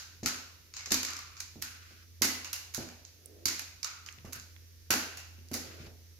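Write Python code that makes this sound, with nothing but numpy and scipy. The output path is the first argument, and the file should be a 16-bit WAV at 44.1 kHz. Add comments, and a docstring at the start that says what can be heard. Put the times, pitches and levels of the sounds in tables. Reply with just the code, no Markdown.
"""Slow steps on aluminium crutches in a narrow hardwood hallway: a joint click is dying away at the start.
A click and thud follow, then a rattling cluster of metal chatter and rasping creep of a loaded rubber tip.
Sparser snaps, soft touches, board thuds, near ticks and creeps come next; a sole scuffs past three seconds.
Near the end a hard click and thud lead to more clicks, thuds, creep and a last scuff. Bare walls add
reflections and a diffuse tail; a wavering far compressor tone and shaped noise run throughout, in stereo."""
import sys
import numpy as np
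from scipy import signal
from scipy.fft import rfft, irfft, next_fast_len
from scipy.io import wavfile
from scipy.ndimage import map_coordinates

SR = 44100
rng = np.random.default_rng(int(sys.argv[2]) if len(sys.argv) > 2 else 0)


def waveform_to_disk(signal):
    """Save audio, clipped to [-1, 1], as 16-bit WAV at the path in sys.argv[1]."""
    frames = np.transpose(np.atleast_2d(signal))
    scaled = np.clip(frames, -1, 1) * 32767
    samples = np.round(scaled).astype(np.int16)
    wavfile.write(sys.argv[1], SR, samples)


N = 272979
SPAN = next_fast_len(SR)  # samples of one blow with its tail


# joints snapping shut: (t/s, direct peak level/dB, tube ring level/dB, ring f/Hz,
# sparkle level/dB, hallway level/dB)
JOINT_CLICKS = [(-.1, -20.5, -3.5, 1500, 1, 1), (0.2321, -33, -2.5, 2360, -5, 4),
                (0.2588, -12.5, -1, 1370, 1, 1), (0.7377, -31.5, -4, 2580, -12, 1),
                (0.766, -28.5, -2, 2170, -11, 0.5), (0.8064, -35.5, 5.5, 2200, -7, -1),
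                (0.8584, -25.5, -3, 2150, -9, -2.5), (0.9059, -24.5, -2.5, 2300, -4, 5),
                (0.9184, -9, -6, 2410, 0, -2), (0.9417, -14, -1, 2360, 1, -5.5),
                (1.03, -21, -2, 2480, -0.5, -6), (1.048, -21, -2.5, 2260, -4, -5),
                (1.0656, -29, -4, 2420, -3, -5), (1.0841, -26.5, 0, 1190, -12, 2),
                (1.1044, -30.5, -7, 2160, 2, -6), (1.1326, -27.5, -2, 1323, -2, -5),
                (1.1658, -28.5, -6, 1230, -7, -2), (1.1893, -32, 6, 1200, 2.5, -3.5),
                (1.367, -37.5, -2, 1350, -11, 3.5), (1.4025, -20.5, -5.5, 2360, -1.5, -4),
                (1.6223, -22, -1.5, 1490, 5, -3.5), (2.2192, -11.5, -2, 2043, 4.5, 3),
                (2.4451, -28.5, 1.5, 2750, -2, 1), (2.5296, -22, -3, 2790, 4.5, 0),
                (2.7455, -22.5, -6, 1452, 3.5, 1), (2.8883, -36.5, 5, 2392, -3, -2),
                (3.0497, -35.5, -8, 2660, -19, -3), (3.455, -14.5, -8, 2256, 2, 0.5),
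                (3.4814, -22.5, 0.5, 2110, -10, 0), (3.5934, -23.5, -1, 2480, 3.5, -4),
                (3.8295, -21, -7.5, 2310, -8.5, -5), (3.8446, -20.5, -2.5, 1310, -3, -3),
                (4.0617, -34.5, 1.5, 1280, -5, 1), (4.2502, -43, 5, 1180, 3, 5),
                (4.3302, -26, -2.5, 1520, 6.5, -2), (4.3975, -34.5, -17, 1610, -16, -2),
                (4.9049, -10, 1.5, 1493, 5, 3), (5.1715, -30.5, 1, 2720, 1.5, 1.5),
                (5.514, -33.5, 3.5, 1355, 4.5, 2), (5.5394, -20, -4.5, 1920, 5, 0.5)]
# first touches, a few ms before a joint snaps shut: (t/s, direct peak level/dB)
FIRST_TOUCHES = [(1.617, -36), (2.738, -32), (4.324, -35), (5.533, -27.5)]
# character of every touch: (tube ring level/dB, ring f/Hz, sparkle level/dB, hallway level/dB)
TOUCH_TONE = (-2.5, 2296, 2, -2.5)
# basic colour of a click: (f/Hz, relative level/dB)
CLICK_COLOUR = [(290, -51), (500, -4), (632, -6.5), (710, -2), (952, 0), (1520, 0.5), (2850, 0.5),
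                (3300, -5.5), (4420, 3), (6760, 3), (8930, -15), (11400, -6.5), (14300, -13),
                (15800, -23.5), (16500, -40)]
# fixed modes of the crutch tube: (f/Hz, width/Hz, relative level/dB)
TUBE_MODES = [(1217, 32, -6.5), (1523, 71, -7.5), (4300, 71, -18), (6480, 210, -8)]
# click treble beaming along the hallway: (f/Hz, level/dB)
TREBLE_BEAM = [(800, -4), (3000, -1), (12000, 2)]
# where the crutches stand: (t/s, left-right level/dB)
CRUTCH_BEARING = [(0, 8), (1, 0.5), (2.2, -5.5), (5, -3), (6, 0)]
SWAY_DB = 1  # random scatter of each click about the bearing
BURST_S, BURST_S_PER_DB, USUAL_DB = .013, .0002, -22  # a harder click chatters longer than a usual one
TOUCH_S = 0.02  # chatter time of a touch
WOOD_DB = -6.5  # what a click passes to the boards, against the ring of the tube
TUBE_GAIN = 1.23  # resonance against the plain snap


def crutches():
    """Play in the joints snaps shut: a few ms of metal chatter excite resonances of the tube."""
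    out = np.zeros((2, N + 2 * SR))
    snaps = [(*row, BURST_S + BURST_S_PER_DB * (row[1] - USUAL_DB)) for row in JOINT_CLICKS]
    touches = [(s, db, *TOUCH_TONE, TOUCH_S) for s, db in FIRST_TOUCHES]
    room = tails(count=9)
    for k, (s, db, ring_db, ring_hz, sparkle_db, wet_db, burst) in enumerate(snaps + touches):
        shelf = [(750, ring_db + WOOD_DB), (1200, ring_db), (2800, ring_db),
                 (3800, 0), (7500, 0), (9500, sparkle_db)]
        tube = [(ring_hz, 150, 0), *TUBE_MODES]  # one mode shifts with grip and load

        def colour(f):
            """Broad snap colour with the tube ringing on top."""
            snap = causal(amp(along(CLICK_COLOUR, f) + along(shelf, f)))
            return snap * (1 + TUBE_GAIN * modes(tube, f))

        even = filtered(np.eye(1, 4096)[0], colour)  # the same colour without the beam
        direct = filtered(burst_pair(burst), lambda f: colour(f) * causal(amp(along(TREBLE_BEAM, f))))
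        direct, even = peaked(direct, even)
        pan_db = np.interp(s, *np.transpose(CRUTCH_BEARING)) + SWAY_DB * rng.standard_normal()
        add(out, amp(db) * hallway(direct, even, room[k % len(room)], wet_db, pan_db), s)
    return out[:, SR:SR + N]


# thuds on the boards: (t/s, direct peak level/dB, joist boom level/dB, edge level/dB)
BOARD_THUDS = [(0.23, -30.5, -11, -9), (0.259, -36.5, -2, 12), (0.874, -46, -16, 5), (0.915, -29, -18, -8),
               (1.558, -40.5, -10, -8), (1.59, -47, -5, -8), (1.91, -52, -13, -3),
               (2.215, -29.5, -20.5, -14.5), (2.249, -32, -28, 2), (2.78, -28.5, -10, -2.5),
               (2.804, -35.5, -8, 4), (3.456, -35.5, -14.5, -6.5), (4.181, -49, 5, -3),
               (4.247, -36, -1.5, 1.5), (4.274, -42, -1, 2), (4.36, -47.5, 2, -2), (4.9035, -27, -17.5, -3),
               (4.939, -28, -30, 2), (5.385, -49, -2.5, -20), (5.514, -32, -13.5, -10),
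               (5.549, -34, -14, 0.5), (5.68, -47, 6, -8), (5.802, -42, 3, -12), (5.868, -41.5, 2, 8)]
# floor modes: (f/Hz, width/Hz, relative level/dB)
BOARD_MODES = [(180, 62, -13.5), (259.9, 25, 3.5), (317.7, 29, -3), (422, 47, -13)]
# boom of the floor frame: (f/Hz, width/Hz)
JOIST_MODE = (120, 142)
CONTACT_S = 0.0007  # time for the push of rubber on wood to peak
THUD_WET_DB = -1  # the hallway's answer
RADIATES_HZ = 150  # the boards move little air below this


def footfalls():
    """A rubber tip or heel pushes the boards once; board and joist resonances shape the knock."""
    out = np.zeros((2, N + 2 * SR))
    u = np.arange(8192) / SR / CONTACT_S
    push = u * np.exp(-u)
    room = tails(count=5)
    for k, (s, db, boom_db, edge_db) in enumerate(BOARD_THUDS):

        def floor(f):
            """Boards through their weak bass radiation, plus the joists."""
            bare_push_and_edge = [(268, 210, -11.5), (783, 450, edge_db)]
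            boards = modes(BOARD_MODES, f) + modes(bare_push_and_edge, f)
            radiation = (1j * f / (RADIATES_HZ + 1j * f)) ** 2
            return boards * radiation + modes([(*JOIST_MODE, boom_db)], f)

        knock, = peaked(filtered(push, floor))
        add(out, amp(db) * hallway(knock[None], knock, room[k % len(room)], THUD_WET_DB, 0), s)
    return out[:, SR:SR + N]


# a loaded rubber tip creeps on the varnish: (start t/s, let-go t/s, starting rasp level/dB, rasp f/Hz,
# starting hiss level/dB, fade/dB per s)
TIP_CREEPS = [(1.072, 1.4, -51, 1286, -49.5, 45), (1.643, 2.028, -60.5, 1470, -54, 23),
              (2.797, 2.992, -61, 1437, -53, 80), (3.86, 4.18, -49, 1332, -51, 80),
              (4.349, 4.52, -50, 1470, -52, 170), (5.594, 5.88, -62, 1455, -55.5, 11)]
# hiss of rubber on varnish: (f/Hz, relative level/dB)
VARNISH_HISS = [(700, -36), (1100, -5), (2400, 0), (3300, -4.5), (5000, -2), (7000, -8.5), (8500, -22),
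                (12000, -16), (16000, -50)]
LET_GO_DB_S = 250  # extra fall, dB per s, once the load lifts


def creep():
    """Uneven slips of rubber: a narrow rasp, an overtone and a grainy hiss, fading as the tip settles."""
    out, t = np.zeros((2, N)), np.arange(N) / SR
    narrow = signal.butter(2, 150, fs=SR, output="sos")
    hiss = noise(VARNISH_HISS) * amp(2.0 * waver(70))
    slips = unit(signal.sosfilt(narrow, rng.standard_normal((4, 2, N))))
    for start, end, rasp_db, hz, hiss_db, fade_db in TIP_CREEPS:
        on = slice(int(start * SR), int((end + .5) * SR))
        a, b, c, d = slips[..., on]
        phase = 2 * np.pi * hz * t[on]
        over = 1.75 * phase
        # slow noises on cosine and sine make a narrow band around each pitch
        rasp = a * np.cos(phase) + b * np.sin(phase)
        rasp = rasp + .5 * (c * np.cos(over) + d * np.sin(over))
        load = amp(-fade_db * (t[on] - start) - LET_GO_DB_S * np.maximum(t[on] - end, 0))
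        out[:, on] += load * (amp(rasp_db) * rasp + amp(hiss_db) * hiss[:, on])
    return out


# soles rolling and sliding: (full from t/s, until t/s, held level/dB)
SOLE_SCUFFS = [(3.304, 3.452, -59.5), (5.624, 5.87, -58)]
# rustle of a sole: (f/Hz, relative level/dB)
SOLE_COLOUR = [(88, -42), (170, -20), (350, -2.5), (600, -10), (900, -29), (1500, -35), (3300, -90)]
SCUFF_RISE_DB_S, SCUFF_FALL_DB_S = 120, 130  # dB per s


def soles():
    """A sole rolling over the boards: low noise that swells, holds and fades."""
    t = np.arange(N) / SR
    gain = 0
    for full, until, db in SOLE_SCUFFS:
        rise_db = SCUFF_RISE_DB_S * np.maximum(full - t, 0)
        fall_db = SCUFF_FALL_DB_S * np.maximum(t - until, 0)
        gain = gain + amp(db - rise_db - fall_db)
    return gain * noise(SOLE_COLOUR)


# small dry ticks: (t/s, direct peak level/dB, centre f/Hz, left-right level/dB)
NEAR_TICKS = [(3.2583, -39, 9600, -13.5), (4.0872, -32.5, 2080, -14), (4.125, -43.5, 6200, -12),
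              (4.1847, -46.5, 2710, 15), (4.563, -48, 2300, -16), (5.389, -46, 2910, 7),
              (5.4856, -44, 5350, 0)]
TICK_WIDTH, TICK_S, TICK_WET_DB = 0.68, 0.0075, -11  # mode width over centre, chatter time, hallway's answer


def ticks():
    """Short chatter through one broad resonance applied twice, so near that the hallway barely answers."""
    out = np.zeros((2, N + 2 * SR))
    room, = tails(count=1)
    for s, db, hz, pan_db in NEAR_TICKS:
        colour = lambda f: modes([(hz, TICK_WIDTH * hz, 0)], f) ** 2
        even = filtered(np.eye(1, 4096)[0], colour)
        direct, even = peaked(filtered(burst_pair(TICK_S), colour), even)
        add(out, amp(db) * hallway(direct, even, room, TICK_WET_DB, pan_db), s)
    return out[:, SR:SR + N]


# far compressor tone: (t/s, f/Hz, level before waver/dB)
COMPRESSOR = [(0, 86.2, -59), (.6, 85.5, -60.5), (1.6, 86, -57), (3.5, 86.4, -60.5), (4.5, 85.6, -56.5),
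              (5, 85.2, -56), (5.85, 85.3, -53), (6.19, 85.3, -55.5)]


def hum():
    """A far compressor drone: one sine drifting in pitch and level, offset in phase between the sides."""
    s, hz, db = np.transpose(COMPRESSOR)
    t = np.arange(N) / SR
    phase = 2 * np.pi * np.cumsum(np.interp(t, s, hz)) / SR
    level = amp(np.interp(t, s, db) + 1.6 * waver(6.5))
    return np.sqrt(2) * level * np.sin(phase + np.array([[.3], [-.3]]))


# house and microphone noise: (f/Hz, relative level/dB)
HOUSE_COLOUR = [(15, -35), (30, -15), (60, 4), (120, -4.5), (200, -12.5), (300, -10), (480, -14.5),
                (787, -29), (1880, -17), (3200, -19), (6000, -11.5), (8370, -28.5), (12000, -17),
                (15500, -22.5), (16000, -58)]
QUIET_DB = -61  # level about which it wavers


def house():
    """House and microphone noise: a shaped stereo bed with a slightly wavering level."""
    return amp(QUIET_DB + 0.32 * waver(4.09)) * noise(HOUSE_COLOUR)


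# first reflections: (nominal t/s, level/dB)
WALL_ECHOES = [(.009, -9.5), (.013, -13), (.023, -11.5), (0.029, -10.5)]


def hallway(dry, even, tail, wet_db, pan_db):
    """A blow direct and off near walls; its diffuse tail gathers all directions, so its colour is even."""
    early = np.zeros((2, 2048))
    early[:, 0] = amp([pan_db / 2, -pan_db / 2])  # the direct sound
    for s, db in WALL_ECHOES:
        delay = int(SR * s * rng.uniform(.85, 1.15))
        early[:, delay] += amp(db + wet_db + rng.normal(0, 0.53, 2))
    direct_and_walls = rfft(dry, SPAN) * rfft(early, SPAN)
    diffuse = amp(wet_db) * rfft(even, SPAN) * tail
    return irfft(direct_and_walls + diffuse, SPAN)


# decay of the nearer hallway tail: (f/Hz, time to fall 60 dB t/s)
HALL_DECAY = [(100, 0.31), (250, 0.42), (600, 0.71), (1500, 0.56), (3000, 0.66), (6000, 0.49),
              (12000, 0.41)]
TAIL_S, TAIL_DB, GATHER_S = .7, -29.5, 0.0045  # length, gain and build-up of the diffuse tail
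FAR_DB, FAR_RATE = -23.5, 0.44  # weaker tail of the rooms beyond; its decay rate against the hallway's


def tails(count):
    """Spectra of diffuse stereo tails: noise whose bands decay at their own rates, with a slower far part."""
    n = int(TAIL_S * SR)
    hz, t, z = signal.stft(rng.standard_normal((count, 2, n)), SR, nperseg=256)
    fall_db = -60 * t / along(HALL_DECAY, hz)[:, None]
    fade = amp(fall_db) + amp(FAR_DB + FAR_RATE * fall_db)
    pair = signal.istft(z * paired(hz)[:, :, None] * fade, SR, nperseg=256)[1][..., :n]
    pair = pair * np.clip(np.arange(n) / SR / GATHER_S, 0, 1)
    mid, side = pair[:, 0], pair[:, 1]
    return rfft(np.stack([mid + side, mid - side], axis=1) * amp(TAIL_DB), SPAN)


# likeness of the two microphone ports: (f/Hz, left-right correlation)
PORT_LIKENESS = [(30, 0.59), (100, 1), (300, 0.68), (600, 0.5), (1200, 0.13), (16000, -0.16)]


def paired(hz):
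    """Mid and side gains that give the likeness of the two ports."""
    turn = np.arccos(np.clip(along(PORT_LIKENESS, hz), -1, 1)) / 2
    return np.array([np.cos(turn), np.sin(turn)])


def noise(spectrum):
    """Shaped stereo noise of rms 1."""
    shape = lambda hz: amp(along(spectrum, hz)) * paired(hz)
    mid, side = filtered(rng.standard_normal((2, N)), shape)
    return unit(np.array([mid + side, mid - side]))


def burst_pair(burst):
    """A noisy contact falling 60 dB per burst time, energy 1 on each side, only partly alike."""
    t = np.arange(4096) / SR
    shared, own = rng.standard_normal(len(t)), rng.standard_normal((2, len(t)))
    u = t / max(burst, .001)
    chatter = (0.68 * shared + own) * amp(-60 * u) * (1 - np.exp(-u / 0.24))
    return chatter / np.linalg.norm(chatter, axis=1, keepdims=True)


def modes(table, f):
    """A sum of resonances of alternating sign."""
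    return sum((-1) ** k * amp(db) * 1j * f * w / (c * c - f * f + 1j * f * w)
               for k, (c, w, db) in enumerate(table))


def causal(gain):
    """The minimum-phase response of this gain, which never sounds before its cause."""
    c = irfft(np.log(gain + 1e-6))
    c[1:len(c) // 2] *= 2  # fold the cepstrum onto positive time
    c[len(c) // 2 + 1:] = 0
    return np.exp(rfft(c))


def filtered(x, response):
    """x times a complex response of frequency."""
    m = next_fast_len(x.shape[-1] + 8192)
    return irfft(rfft(x, m) * response(np.fft.rfftfreq(m, 1 / SR)), m)[..., :x.shape[-1]]


def along(points, hz):
    """(f/Hz, value) points interpolated on a log frequency axis."""
    f, v = np.transpose(points)
    return np.interp(np.log(hz + 1), np.log(f + 1), v)


def waver(rate):
    """A smooth random curve, rate knots a second."""
    knots = rng.standard_normal(int(N * rate / SR) + 4)
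    return map_coordinates(knots, [np.arange(N) * rate / SR])


def amp(db):
    """dB to gain."""
    return 10 ** (np.asarray(db) / 20)


def unit(x):
    """x at rms 1."""
    return x / np.sqrt(np.mean(x ** 2) + 1e-20)


def peaked(dry, *others):
    """dry at peak 1, and the others scaled alike."""
    return [x / np.abs(dry).max() for x in (dry, *others)]


def add(out, sound, s):
    """Mix a sound in at s seconds; out starts one second early."""
    out[:, round((s + 1) * SR):][:, :sound.shape[1]] += sound


def scene():
    """Everything in the hallway."""
    background = house()
    return crutches() + ticks() + footfalls() + soles() + creep() + hum() + background


# tilt between the two microphone ports: (f/Hz, left-right level/dB)
PORT_TILT = [(60, -2.5), (150, -0.5), (380, -2.0), (950, 0.0), (2380, 0.5), (5980, -2), (15000, -7)]
TOP_HZ = 16800  # nothing passes from here up


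def record(dry):
    """Two unequal microphone ports, then the band limit."""
    def ports(hz):
        """Half the tilt on each side, below the top frequency."""
        return amp(np.outer([.5, -.5], along(PORT_TILT, hz))) * (hz < TOP_HZ)
    return filtered(dry, ports)


dry = scene()
out = record(dry)
waveform_to_disk(out)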